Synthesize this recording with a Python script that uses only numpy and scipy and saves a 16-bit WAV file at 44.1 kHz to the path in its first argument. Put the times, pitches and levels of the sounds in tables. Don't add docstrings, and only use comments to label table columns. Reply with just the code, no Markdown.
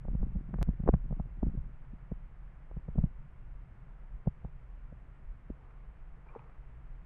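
import sys
import numpy as np
from scipy import signal
from scipy.fft import rfft, irfft
from scipy.io import wavfile
from scipy.ndimage import uniform_filter1d

SR = 44100
rng = np.random.default_rng(int(sys.argv[2]) if len(sys.argv) > 2 else 0)


def store_pcm(level_fs):
    pcm = np.round(np.clip(level_fs, -1, 1) * 32767).astype(np.int16)
    wavfile.write(sys.argv[1], SR, np.atleast_2d(pcm).T)


N = 310905
TIME = np.arange(N) / SR


# (time [s], thump level [dB], thump pitch [Hz], snap level [dB], snap edge [Hz])
BIG_EDDY_HITS = [(.053, -37.5, 157, -39, 290), (0.084, -32.5, 170, -35.5, 268),
                 (0.151, -25.5, 156, -39, 270), (0.23, -32.5, 147, -36, 278),
                 (0.359, -26.5, 147, -42.5, 270), (.5418, -29.5, 161, -31.5, 546),
                 (0.5877, -33.5, 155, -36.5, 517), (0.615, -27, 155, -32.5, 550),
                 (0.6224, -28.5, 169, -32, 500), (0.6889, -19.5, 157, -32.5, 250),
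                 (0.8004, -27.5, 149, -41, 270), (0.8373, -27, 150, -42, 288), (0.8633, -27, 153, -38, 270),
                 (0.878, -36, 153, -18, 394), (.8896, -15.5, 240, -11, 293), (.94, -14, 135.5, -24.5, 526),
                 (1.1098, -27.5, 149, -39, 266), (1.1268, -28, 141, -34.5, 290),
                 (1.1993, -25.5, 157, -30, 265), (1.431, -20.5, 213, -29.5, 318),
                 (1.47, -26, 140, -52, 270), (1.5758, -27.5, 129, -45.5, 271),
                 (1.935, -39, 188, -62.5, 250), (2.119, -27, 164, -36.5, 230),
                 (2.714, -46.5, 158, -41.5, 270), (2.7698, -31, 139, -43.5, 272),
                 (2.8862, -30.5, 140, -38.5, 267), (2.957, -32, 206, -38.5, 220),
                 (2.9842, -18, 146.5, -33.5, 330), (3.04, -17, 145, -36.5, 330),
                 (4.261, -48.5, 170, -46.5, 300), (4.275, -17, 142, -26, 232), (4.4492, -32, 139, -38, 318),
                 (4.9262, -43.5, 202, -43.5, 269), (5.502, -31, 223, -40.5, 200)]

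def big_eddies(gust, shove_hz=48, shove_width_s=0.0086, shove_lag_s=0.0074):
    out = np.zeros(N)
    phases = rng.uniform(0, 2 * np.pi, (len(BIG_EDDY_HITS), 2))
    for (s, db, hz, snap_db, edge_hz), (skew, phase) in zip(BIG_EDDY_HITS, phases):
        thump = eddy(hz, undb(snap_db - db), edge_hz, skew)
        t = (np.arange(len(thump)) - len(thump) // 2) / SR
        shove = bell(t - shove_lag_s, shove_width_s) * np.cos(2 * np.pi * shove_hz * t + phase)
        shove_db = -15.5 + 0.61 * db + 4.5 * np.interp(s, TIME, gust)
        add(out, s + t[0], undb(db) * thump + undb(shove_db) * shove)
    return out


def eddy(thump_hz, snap_gain, edge_hz, skew, low_cut_hz=370, scuff_s=0.0036, lag_s=0.0021, size=4096):
    f = np.maximum(np.fft.rfftfreq(size, 1 / SR), 1)
    t = np.fft.fftfreq(size, SR / size)
    swing = bell(np.log2(f / thump_hz), 0.43)
    late_swing = swing / irfft(swing)[0] * np.exp(-2j * np.pi * f * lag_s)
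    snap = np.exp(-f / edge_hz) * f ** 4 / (f ** 4 + low_cut_hz ** 4)
    whirls = rng.standard_normal(size) * bell(t, scuff_s)
    ragged = 1 + 0.52 * rfft(whirls) / np.linalg.norm(whirls)
    spectrum = late_swing + snap_gain * ragged * snap / irfft(snap)[0]
    pulse = irfft(spectrum * np.exp(1j * skew))
    return np.roll(pulse, size // 2)


# (time [s], time held [s], strength [dB])
WIND_GUSTS = [(0.118, 0.13, -1.5), (0.329, 0.053, -2), (0.494, 0.26, -2), (0.879, 0.063, 2.5),
              (1.01, 0.22, -3.5), (1.44, 0.038, 4.5), (1.549, 0.051, -1.5), (2.976, 0.026, 0.5)]

def gusts(rise_s=0.036, fall_s=0.05):
    return np.max([undb(db) * swell(s, hold_s, rise_s, fall_s) for s, hold_s, db in WIND_GUSTS], axis=0)


# (frequency [Hz], level [dB])
RUMBLE_TONE = [(8, -9.5), (18, -1.5), (36, 0), (55, -8), (72, -14), (90, -28.5), (130, -48.5)]
FLUTTER_TONE = [(70, -31.5), (95, -7.5), (120, 3), (150, -1), (185, -10.5), (240, -24), (420, -44)]

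def wind(gust, breeze_db=-42.5, drop_db_per_s=0.96, gust_db=-35):
    breeze = undb(breeze_db - drop_db_per_s * TIME)
    rumble = colour(rng.standard_normal(N), RUMBLE_TONE) * np.hypot(breeze, undb(gust_db) * gust)
    flutter = colour(rng.standard_normal(N), FLUTTER_TONE) * breeze
    flicker = undb(-12.5 + 1.5 * wander(25))
    waver = undb(1.74 * wander(8.8))
    return rumble * waver + flutter * flicker


def small_eddies(gust, count=520, thump_hz=145, scatter_db=5.5, calm_db=-64, gust_db=-37.5):
    out = np.zeros(N)
    for (place, turn), (pitch, force) in zip(rng.random((count, 2)), rng.standard_normal((count, 2))):
        pulse = eddy(thump_hz * np.exp(0.31 * pitch), undb(-17), edge_hz=230, skew=2 * np.pi * turn)
        start_s = (place * N - len(pulse) / 2) / SR
        add(out, start_s, undb(scatter_db * np.tanh(force)) * pulse)
    return out * np.hypot(undb(calm_db), undb(gust_db) * gust)


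def pop(at_s=0.6286, level_db=-24, build_s=0.0026, release_s=0.00001):
    t = TIME - at_s
    return undb(level_db) * np.exp(np.minimum(t / build_s, -t / release_s))


# (frequency [Hz], level [dB])
SLOSH_TONE = [(200, -20), (450, 3), (620, -4.5), (900, 1), (1300, -1.5), (1700, -16), (2400, -15.5),
              (3200, -34.5), (8000, -49)]
# (peak time [s], level [dB], rise [s], fall [s])
WATER_PUSHES = [(5.68, -65.5, 0.092, .11), (6.34, -59.5, 0.08, 0.14), (6.36, -56, .014, 0.039)]
# (time [s], starting pitch [Hz], level [dB], ring length [cycles])
AIR_POCKETS = [(6.288, 2350, -57.5, 85), (6.293, 1150, -54.5, 11), (6.351, 880, -39.5, 6.2),
               (6.359, 445, -37.5, 10.5), (6.359, 240, -48, 6.2), (6.362, 790, -44, 8.4),
               (6.364, 1240, -59, 12), (6.392, 2400, -55, 16), (6.394, 880, -47.5, 8.7)]

def water(grain_db=4, pitch_rise=0.077, onset_cycles=0.65):
    slosh = colour(rng.standard_normal(N) * undb(grain_db * wander(160)), SLOSH_TONE)
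    pushes = [undb(db) * swell(s, 0, rise_s, fall_s) for s, db, rise_s, fall_s in WATER_PUSHES]
    out = slosh * np.max(pushes, axis=0)
    for s, hz, db, ring_cycles in AIR_POCKETS:
        cycles = np.arange(int(2 * ring_cycles * SR / hz)) * hz / SR
        ring = (1 - np.exp(-cycles / onset_cycles)) * undb(-40 * cycles / ring_cycles)
        tone = np.sin(2 * np.pi * cycles * (1 + pitch_rise * cycles / ring_cycles / 2))
        add(out, s, undb(db) * ring / ring.max() * tone)
    return out


# (frequency [Hz], level [dB])
HISS_TONE = [(120, -7.5), (250, 2.5), (500, 0.5), (1000, 0), (1500, -2.5), (2200, -7.5), (3000, -17),
             (4000, -29.5), (6000, -34.5), (9500, -34), (11000, -51.5), (15000, -38.5)]

def distant_trees(level_db=-67.5):
    return colour(rng.standard_normal(N), HISS_TONE) * undb(level_db - 0.06 * wander(1.7))


def undb(db):
    return 10 ** (np.asarray(db) / 20)


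def bell(x, width):
    return np.exp(-0.5 * (x / width) ** 2)


def swell(s, hold_s, rise_s, fall_s):
    return np.exp(np.minimum(0, np.minimum((TIME - s) / rise_s, (s + hold_s - TIME) / fall_s)))


def wander(per_second):
    hold = int(SR / per_second)
    steps = np.repeat(rng.standard_normal(N // hold + 1), hold)
    smooth = uniform_filter1d(uniform_filter1d(steps, hold), hold)[:N]
    return smooth / smooth.std()


def colour(noise, tone):
    hz, db = np.transpose(tone)
    f = np.maximum(np.fft.rfftfreq(N, 1 / SR), 1)
    gain = undb(np.interp(np.log(f), np.log(hz), db))
    gain /= 1 + (f / (2 * hz[-1])) ** 4
    shaped = irfft(rfft(noise) * gain, N)
    return shaped / shaped.std()


def add(out, s, sound):
    i = int(round(s * SR))
    a, b = max(i, 0), min(i + len(sound), N)
    if b > a:
        out[a:b] += sound[a - i:b - i]


def scene():
    gust = gusts()
    return (big_eddies(gust) + small_eddies(gust) + wind(gust) + distant_trees() + water() + pop())[None]


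def record(dry, top_hz=14000):
    return signal.sosfilt(signal.ellip(8, 0.2, 70, top_hz, fs=SR, output="sos"), dry)


dry = scene()
out = record(dry)
store_pcm(out)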